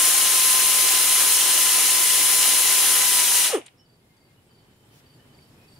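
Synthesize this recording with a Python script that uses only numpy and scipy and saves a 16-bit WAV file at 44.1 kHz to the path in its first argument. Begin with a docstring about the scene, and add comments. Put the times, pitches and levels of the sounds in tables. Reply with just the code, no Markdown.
"""A bright jet of exhaust air over a vane motor's whine: an air ratchet spins on a bolt in a car's engine bay.
The jet is chopped, coloured noise; the whine is a stack of partials that follows the rotor.
The trigger is let go: the motor winds down with a short falling whoop, air drains, and the lever clicks home.
Then the open garage: a low outdoor murmur and a hiss, both noise, slowly swell around the microphones.
Far birds are swept and wavering tones, and a hand among the hoses is one swell of noise."""
import sys
import numpy as np
from scipy import signal
from scipy.fft import rfft, irfft
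from scipy.io import wavfile
from scipy.ndimage import uniform_filter1d

SR = 44100
rng = np.random.default_rng(int(sys.argv[2]) if len(sys.argv) > 2 else 0)


def file_out(sig):
    """Save sig as 16-bit WAV at sys.argv[1]."""
    # one column per channel
    cols = np.atleast_2d(sig).T
    # limit, then scale
    lim = np.clip(cols, -1, 1)
    pcm = np.round(lim * 32767).astype(np.int16)
    wavfile.write(sys.argv[1], SR, pcm)


N = 255339
T = np.arange(N) / SR
HZ = np.fft.rfftfreq(N, 1 / SR)


def gain_of(db):
    """Decibels to a factor."""
    return 10 ** (np.asarray(db) / 20)


def evened(x):
    """Scales to rms 1."""
    return x / np.sqrt(np.mean(x ** 2) + 1e-20)


def read(points, hz):
    """Reads a spectrum table, joined on a log-frequency axis."""
    f, value = np.transpose(points)
    return np.interp(np.log(hz + 1), np.log(f + 1), value)


def add(mix, s, sound):
    """Lays a sound into the mix at time s."""
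    part = mix[..., round(s * SR):][..., :sound.shape[-1]]
    part += sound[..., :part.shape[-1]]


def wander(hz):
    """Slow chance of rms 1, up to about hz changes a second."""
    return evened(irfft(rfft(rng.standard_normal(N)) * np.exp(-(HZ / hz) ** 2), N))


def swell(peak_s, rise_s, fall_s, db):
    """A rounded hump of gain that peaks at db; rise and fall each span 20 dB."""
    side_s = np.where(T < peak_s, rise_s, fall_s)
    return gain_of(db - 20 * ((T - peak_s) / side_s) ** 2)


def noise(colour_db, likeness):
    """Coloured stereo noise of rms 1 whose channels are alike by a table."""
    a, b = rfft(rng.standard_normal((2, N)))
    same = np.clip(read(likeness, HZ), -1, 1)
    mid = a * np.sqrt(1 + same)
    side = b * np.sqrt(1 - same)
    return evened(irfft(np.array([mid + side, mid - side]) * gain_of(colour_db), N))


def tint(x, colour_db):
    """Filters by a spectrum in dB, to rms 1."""
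    return evened(irfft(rfft(x) * gain_of(colour_db), N))


def turbulent(x, patchy_db, flicker_db):
    """Eddies lift and drop patches of the spectrum: broad slow ones and small quick ones."""
    z = signal.stft(x, nperseg=256, noverlap=192)[2]
    slow, quick = rng.standard_normal((2, *z.shape[1:]))
    # axis 0 is frequency, axis 1 is time
    slow = uniform_filter1d(uniform_filter1d(slow, size=36, axis=1), size=22, axis=0)
    quick = uniform_filter1d(uniform_filter1d(quick, size=7, axis=1), size=9, axis=0)
    z = z * gain_of(patchy_db * evened(slow) + flicker_db * evened(quick))
    return signal.istft(z, nperseg=256, noverlap=192)[1][:, :N]


def reflect(x, t60, wet_db, dull_hz=np.inf):
    """Adds a dying tail of reflections, different at each ear and weaker above dull_hz."""
    t = T[:SR // 2]
    dulling = 1 / (1 + (np.fft.rfftfreq(len(t), 1 / SR) / dull_hz) ** 2)
    taps = irfft(rfft(rng.standard_normal((2, len(t)))) * dulling, len(t))
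    tail = taps * gain_of(-60 * t / t60) * (t > .002)
    tail /= np.linalg.norm(tail, axis=1, keepdims=True)
    return x + gain_of(wet_db) * signal.fftconvolve(np.atleast_2d(x), tail, axes=1)[:, :N]


SHUT_S, SHUT_TIME_S = 3.5, .021  # the valve is half shut at SHUT_S; how gradually it closes


def valve():
    """How far the throttle is open: 1 while the trigger is held, then smoothly down to 0."""
    return .5 - .5 * np.tanh((T - SHUT_S) / (2 * SHUT_TIME_S))


# Speed of the motor while the trigger is held: (time [s], vane pulses per second [Hz])
HELD_SPEED = [(0.0, 1048), (0.48, 1029), (1.29, 1020), (2.96, 1018), (3.3, 984), (3.42, 984.8)]


def held_speed():
    """The vane rate in Hz under air, before any coasting."""
    s, hz = np.transpose(HELD_SPEED)
    return np.interp(T, s, hz)


def airflow(usual_hz=1020, drive_db_per_hz=.0125):
    """The air through the tool, 1 at its usual speed; more air makes it both faster and louder."""
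    return valve() * gain_of(drive_db_per_hz * (held_speed() - usual_hz))


def rotor(jitter=.002, jitter_hz=25, coast_s=3.474, half_speed_s=.066, coast_power=2.1):
    """The vane rate, a little unsteady, and the count of vanes passed; from coast_s the rotor slows,
    and it is at half speed half_speed_s later."""
    coast = 1 / (1 + (np.maximum(T - coast_s, 0) / half_speed_s) ** coast_power)
    hz = held_speed() * coast * (1 + jitter * wander(jitter_hz))
    vanes_passed = np.cumsum(hz) / SR
    return hz, vanes_passed


def bay(x, echo_db=-17, count=24):
    """Hard parts all round the tool return the jet 1 to 16 ms later and comb its spectrum."""
    delays_s = rng.uniform(.001, .016, (2, count))
    taps = np.zeros((2, N))
    np.put_along_axis(taps, (delays_s * SR).astype(int), rng.choice([-1., 1.], delays_s.shape), 1)
    treble = HZ / (HZ + 1500)  # small parts reflect short waves best
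    echoes = gain_of(echo_db) * treble * rfft(taps) / np.sqrt(count)
    return evened(irfft(rfft(x) * (1 + echoes), N))


# Broad colour of the jet: (frequency [Hz], relative level per Hz [dB])
JET_SPECTRUM = [(25, -60), (50, -45.5), (90, -29.5), (200, -24.5), (330, -16.5), (650, -14.5), (1200, -12),
                (2000, -7.5), (3200, -5.5), (4800, -6), (8000, -2.5), (10200, -1), (11600, -2.5),
                (15700, -11)]
# Resonances and dips of the exhaust ports and the bay: (frequency [Hz], width [Hz], level [dB])
PORT_RESONANCES = [(300, 70, 2), (390, 90, 2.5), (790, 70, 4), (1280, 70, 4), (2950, 260, 3.5),
                   (4120, 200, 2.5), (4550, 400, -1.5), (5610, 110, 2.5), (6160, 140, 2.5),
                   (6800, 170, 2.5), (8320, 150, 2), (9150, 130, 3), (9570, 100, 3), (10200, 180, 5),
                   (10480, 200, 4), (11040, 150, 3.5), (11950, 160, -3), (12580, 200, 3.5),
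                   (14900, 250, -2.5), (15340, 220, 4)]
# Likeness of the jet's left and right channels: (frequency [Hz], likeness [-1 to 1])
JET_LIKENESS = [(100, 1), (400, .92), (700, .8), (1000, 0.89), (1400, 0.65), (2750, .75), (4000, .41),
                (4600, 0.27), (6000, .38), (8000, .32), (9600, .4), (10300, .8), (10900, 0.26),
                (11400, -.2), (12500, .1), (15500, .2)]
# Lean of the jet towards one side: (frequency [Hz], left minus right [dB])
JET_LEAN = [(60, 1.5), (99, 2.5), (160, -0.5), (270, 0), (450, -0.5), (740, -1), (1220, 0.5), (2010, 1),
            (3330, 0), (5500, 2.5), (9080, 2.0), (15000, 4.0)]


def exhaust(vanes_passed, level_db=-16.5, chop=.19, dull_hz=11000):
    """The air jet, chopped by the vanes and coloured by its ports; it loses its top first as the valve shuts."""
    colour_db = read(JET_SPECTRUM, HZ)
    for hz, width, db in PORT_RESONANCES:
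        colour_db += db / (1 + (2 * (HZ - hz) / width) ** 2)
    lean_db = read(JET_LEAN, HZ) * np.array([[.5], [-.5]])
    jet = turbulent(noise(0, JET_LIKENESS), patchy_db=.65, flicker_db=.31)
    jet *= 1 + chop * np.cos(2 * np.pi * vanes_passed)
    jet = bay(tint(jet, colour_db + lean_db))
    dull = irfft(rfft(jet) / (1 + (HZ / dull_hz) ** 4), N)
    bright = jet - dull
    return (dull + bright * valve()) * gain_of(level_db) * airflow()


# How well the housing radiates a partial of the motor, before the tilt per octave:
# (frequency [Hz], rms level [dB])
HOUSING_RESPONSE = [(120, -57), (260, -32), (400, -19.5), (530, -26), (610, -35), (700, -39), (800, -28),
                    (920, -41.5), (1030, -37.5), (1350, -33), (1550, -60), (1780, -33), (1930, -51),
                    (2005, -34), (2045, -38), (2085, -50.5), (3060, -43), (4100, -32.5), (6100, -33),
                    (7500, -54.5), (15000, -56)]


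def whine(hz, vanes_passed, octave_db=-3.1, ear_turns=.055, wall_db=-15, wall_delay_s=.033):
    """Each vane lets out a puff; as the rate falls, the fundamental sweeps through the housing's low resonance."""
    out = np.zeros((2, N))
    for k in range(1, 8):
        waver_db = 1.2 if k == 1 else 2.2
        partial_db = read(HOUSING_RESPONSE, k * hz) + octave_db * np.log2(k) + waver_db * wander(24)
        # higher partials reach the two ears less in step
        apart = min(ear_turns * k * k, 1 / 6) * np.array([[-.5], [.5]])
        cycles = k * vanes_passed + rng.random() + apart
        out += gain_of(partial_db) * np.sqrt(2) * np.cos(2 * np.pi * cycles)
    # the coasting rotor pumps the air left in its chambers
    pumping = swell(peak_s=3.541, rise_s=.026, fall_s=.048, db=3.3)
    out *= airflow() + pumping
    add(out, wall_delay_s, out * gain_of(wall_db))  # thrown back by a wall
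    return reflect(out, t60=.08, wet_db=-20)


# Shaking of the ratchet head: (multiple of the stroke rate, rms level [dB])
STROKE_PARTIALS = [(2, -78.5), (3, -63), (4, -68), (5, -67), (7, -65)]


def head(vanes_passed, vanes_per_stroke=22.1, ear_turns=.06):
    """The geared-down crank rocks the ratchet head and shakes the tool at low multiples of its stroke."""
    strokes = vanes_passed / vanes_per_stroke
    apart = ear_turns * np.array([[-.5], [.5]])  # the two ears hear it slightly out of step
    shake = np.zeros((2, N))
    for k, db in STROKE_PARTIALS:
        cycles = round(k) * strokes + rng.random() + apart
        shake += gain_of(db + 2 * wander(8)) * np.sqrt(2) * np.sin(2 * np.pi * cycles)
    return reflect(shake * airflow(), t60=.1, wet_db=-15)


# Ringing of the steel head when the pawl catches a tooth hard:
# (frequency [Hz], relative level [dB], time to fall 60 dB [s])
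PAWL_RING = [(2970, -4, .03), (3115, -0.5, .025), (4380, -4.5, 0.022), (6370, -9, .015), (8330, 3.5, 0.023)]


def pawl(per_s=45, size_db=4, level_db=-35):
    """Uneven ticks of the pawl ring the steel head, mostly buried in the jet."""
    sizes = gain_of(size_db * np.minimum(rng.exponential(1, N), 3))
    ticks = (rng.random(N) < per_s / SR) * sizes
    t = T[:SR // 20]
    ring = sum(gain_of(db - 60 * t / t60) * np.sin(2 * np.pi * hz * t) for hz, db, t60 in PAWL_RING)
    no_bass = signal.butter(2, 1500, "highpass", fs=SR)
    chatter = evened(signal.lfilter(*no_bass, signal.oaconvolve(ticks, ring)[:N]))
    return reflect(chatter * gain_of(level_db) * airflow(), t60=.038, wet_db=-11)


# Colour of the outdoor murmur: (frequency [Hz], relative level per Hz [dB])
MURMUR_SPECTRUM = [(18, -18.5), (35, -9), (60, -7.5), (92, -2.5), (125, 2.5), (190, -6), (250, -5),
                   (310, -8.5), (400, -7.5), (550, -13), (900, -15.5), (1500, -22.5), (2600, -40.5)]
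# Colour of the faint hiss of the air: (frequency [Hz], relative level per Hz [dB])
AIR_SPECTRUM = [(900, -12), (1700, 0), (3200, -2), (4500, -4.5), (5400, -6.5), (6300, -12), (7700, -5.5),
                (8250, -6.5), (9200, -10), (11200, -7), (12300, -11.5), (15500, -16)]
# Colour of the hand on a hose: (frequency [Hz], relative level per Hz [dB])
BRUSH_SPECTRUM = [(500, -11), (1500, 1), (4000, 2), (7000, -3), (15000, -7)]
# Likeness of the surroundings at left and right: (frequency [Hz], likeness [-1 to 1])
ROOM_LIKENESS = [(50, 0.885), (130, 0.99), (220, .88), (400, 0.9), (600, 0.36), (1000, .5), (1600, -0.081),
                 (2400, -0.27), (6000, 0), (15000, 0.25)]


def garage(murmur_db=-62.5, murmur_db_per_s=3.5, air_db=-69.5, air_db_per_s=4, under_tool_db=-15.5):
    """Outdoor murmur and hiss, fainter while the tool runs and then swelling, and one brush of a hand on a hose."""
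    quiet_s = np.maximum(T - SHUT_S, 0)
    murmur = noise(read(MURMUR_SPECTRUM, HZ), ROOM_LIKENESS) * gain_of(murmur_db + murmur_db_per_s * quiet_s)
    air = noise(read(AIR_SPECTRUM, HZ), ROOM_LIKENESS) * gain_of(air_db + air_db_per_s * quiet_s)
    brush = noise(read(BRUSH_SPECTRUM, HZ), ROOM_LIKENESS)
    brush *= swell(peak_s=4.985, rise_s=.12, fall_s=.04, db=-58.5)
    surroundings = turbulent(murmur + air + brush, patchy_db=.96, flicker_db=.5)
    return surroundings * gain_of(under_tool_db * valve())


# Colour of the draining air: (frequency [Hz], relative level per Hz [dB])
DRAIN_SPECTRUM = [(30, -61), (120, -26), (300, -4.5), (700, 5), (1500, -2.5), (2100, 0), (3100, 5.5),
                  (4200, -10.5), (5300, -5.5), (7800, -3), (8900, 3.5), (9900, -2), (12500, -14),
                  (15500, -19)]


def sigh(vanes_passed, chop=.35):
    """The last air leaves the slowing motor in duller puffs and dies away in the garage."""
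    puffs = noise(0, JET_LIKENESS) * (1 + chop * np.cos(2 * np.pi * vanes_passed))
    draining = swell(peak_s=3.532, rise_s=.07, fall_s=.068, db=-29.5)
    return reflect(tint(puffs, read(DRAIN_SPECTRUM, HZ)) * draining, t60=.41, wet_db=-16, dull_hz=6500)


# Clicks of the lever and of things touched:
# (time [s], level before the decay [dB], centre [Hz], width [octaves], time to fall 60 dB [s])
KNOCKS = [(3.613, -42, 2530, 0.43, 0.04), (3.657, -52, 2600, 0.45, 0.072), (3.662, -42, 8100, 0.25, 0.044),
          (3.664, -45.5, 2700, .6, 0.045), (3.681, -44, 2550, .45, 0.04), (4.167, -64, 5000, 0.86, 0.048),
          (5.388, -54, 2400, 0.17, 0.04), (5.45, -66, 7500, .4, .04)]


def clicks(attack_s=.0012):
    """Short knocks, each a dying burst in one broad band."""
    out, t = np.zeros((2, N)), T[:SR // 5]
    hz = np.fft.rfftfreq(len(t), 1 / SR) + 1
    for s, db, centre_hz, octaves, t60 in KNOCKS:
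        band = np.exp(-.5 * (np.log2(hz / centre_hz) / octaves) ** 2)
        burst = evened(irfft(rfft(rng.standard_normal((2, len(t)))) * band, len(t)))
        burst = burst + .24 * burst[::-1]  # each channel leaks a little into the other
        add(out, s, burst * np.minimum(t / attack_s, 1) * gain_of(db - 60 * t / t60))
    return reflect(out, t60=.25, wet_db=-24)


# Thin far whistles and squeaks, levels before the echoes:
# (time [s], length [s], pitch [Hz], rms level [dB], width of the waver [Hz])
FAR_WHISTLES = [(3.775, .06, 5400, -68, 140), (3.78, .065, 2990, -69, 60), (3.762, .04, 5150, -73, 400),
                (3.98, .38, 2120, -78, 40), (4.35, .06, 2950, -75, 70), (4.46, 1.02, 3060, -77.5, 110),
                (4.43, .08, 8200, -79, 250), (4.83, .06, 8250, -78, 250), (5.18, .05, 2980, -68, 80),
                (5.185, .03, 1700, -69, 150), (5.285, .05, 3000, -71, 80), (5.4, .39, 5350, -80, 160),
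                (5.56, .15, 2540, -72, 120), (5.66, .11, 8200, -74, 170)]


def whistles(note_s=.1, note_dip=.5):
    """Thin tones, wavering by chance in strength and pitch, that throb in short notes."""
    out = np.zeros(N)
    for s, seconds, hz, db, width in FAR_WHISTLES:
        t = np.arange(0, seconds, 1 / SR)
        waver = (wander(width) + 1j * wander(width))[:len(t)]
        tone = ((1 + waver) * np.exp(2j * np.pi * hz * t)).real
        note_count = max(1, round(seconds / note_s))
        notes = 1 - note_dip * np.cos(np.pi * note_count * t / seconds) ** 2
        edges = signal.windows.tukey(len(t), min(.5 * note_s / seconds, 1))
        add(out, s, evened(tone * notes * edges) * gain_of(db))
    return out


# A small bird's phrases of three falling chips, levels before the echoes: (time [s], peak level [dB])
CHIP_PHRASES = [(3.842, -64.5), (4.158, -66), (4.495, -64), (5.048, -61.5), (5.331, -60), (5.669, -58)]


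def chips(chip_s=.034, top_hz=4900, end_hz=4350, gap_s=.039, first_db=-1, wall_db=-9, wall_delay_s=.06):
    """Short tones gliding down in threes, the first of each a little softer, with an echo off a wall."""
    out, t = np.zeros(N), np.arange(0, chip_s, 1 / SR)
    for s, db in CHIP_PHRASES:
        for k in range(3):
            hz = np.linspace(top_hz, end_hz, len(t)) * (1 + .006 * rng.standard_normal())
            tone = np.sin(2 * np.pi * np.cumsum(hz) / SR)
            chip = tone * np.hanning(len(t)) * gain_of(db + first_db * (k == 0))
            add(out, s + k * gap_s, chip)
            add(out, s + k * gap_s + wall_delay_s, chip * gain_of(wall_db))
    return out


def birds():
    """All the birds are far off: their reflections are nearly as strong as the direct sound."""
    return reflect(whistles() + chips(), t60=.17, wet_db=-1)


def scene():
    """The tool, then the quiet after it."""
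    hz, vanes_passed = rotor()
    tool = exhaust(vanes_passed) + whine(hz, vanes_passed) + head(vanes_passed) + pawl()
    return tool + garage() + sigh(vanes_passed) + clicks() + birds()


def record(dry, notch_hz=7880, notch_width_hz=220, notch_db=-9, edge_hz=15740):
    """A narrow notch of the microphone ports, then the recorder's band limit."""
    notched = signal.lfilter(*signal.iirnotch(notch_hz, notch_hz / notch_width_hz, fs=SR), dry)
    heard = notched + gain_of(notch_db) * (dry - notched)  # the notch is only notch_db deep
    low_pass = signal.firwin(2047, edge_hz, window=("kaiser", 9), fs=SR)
    return signal.oaconvolve(heard, low_pass[None], "same")


dry = scene()
out = record(dry)
file_out(out)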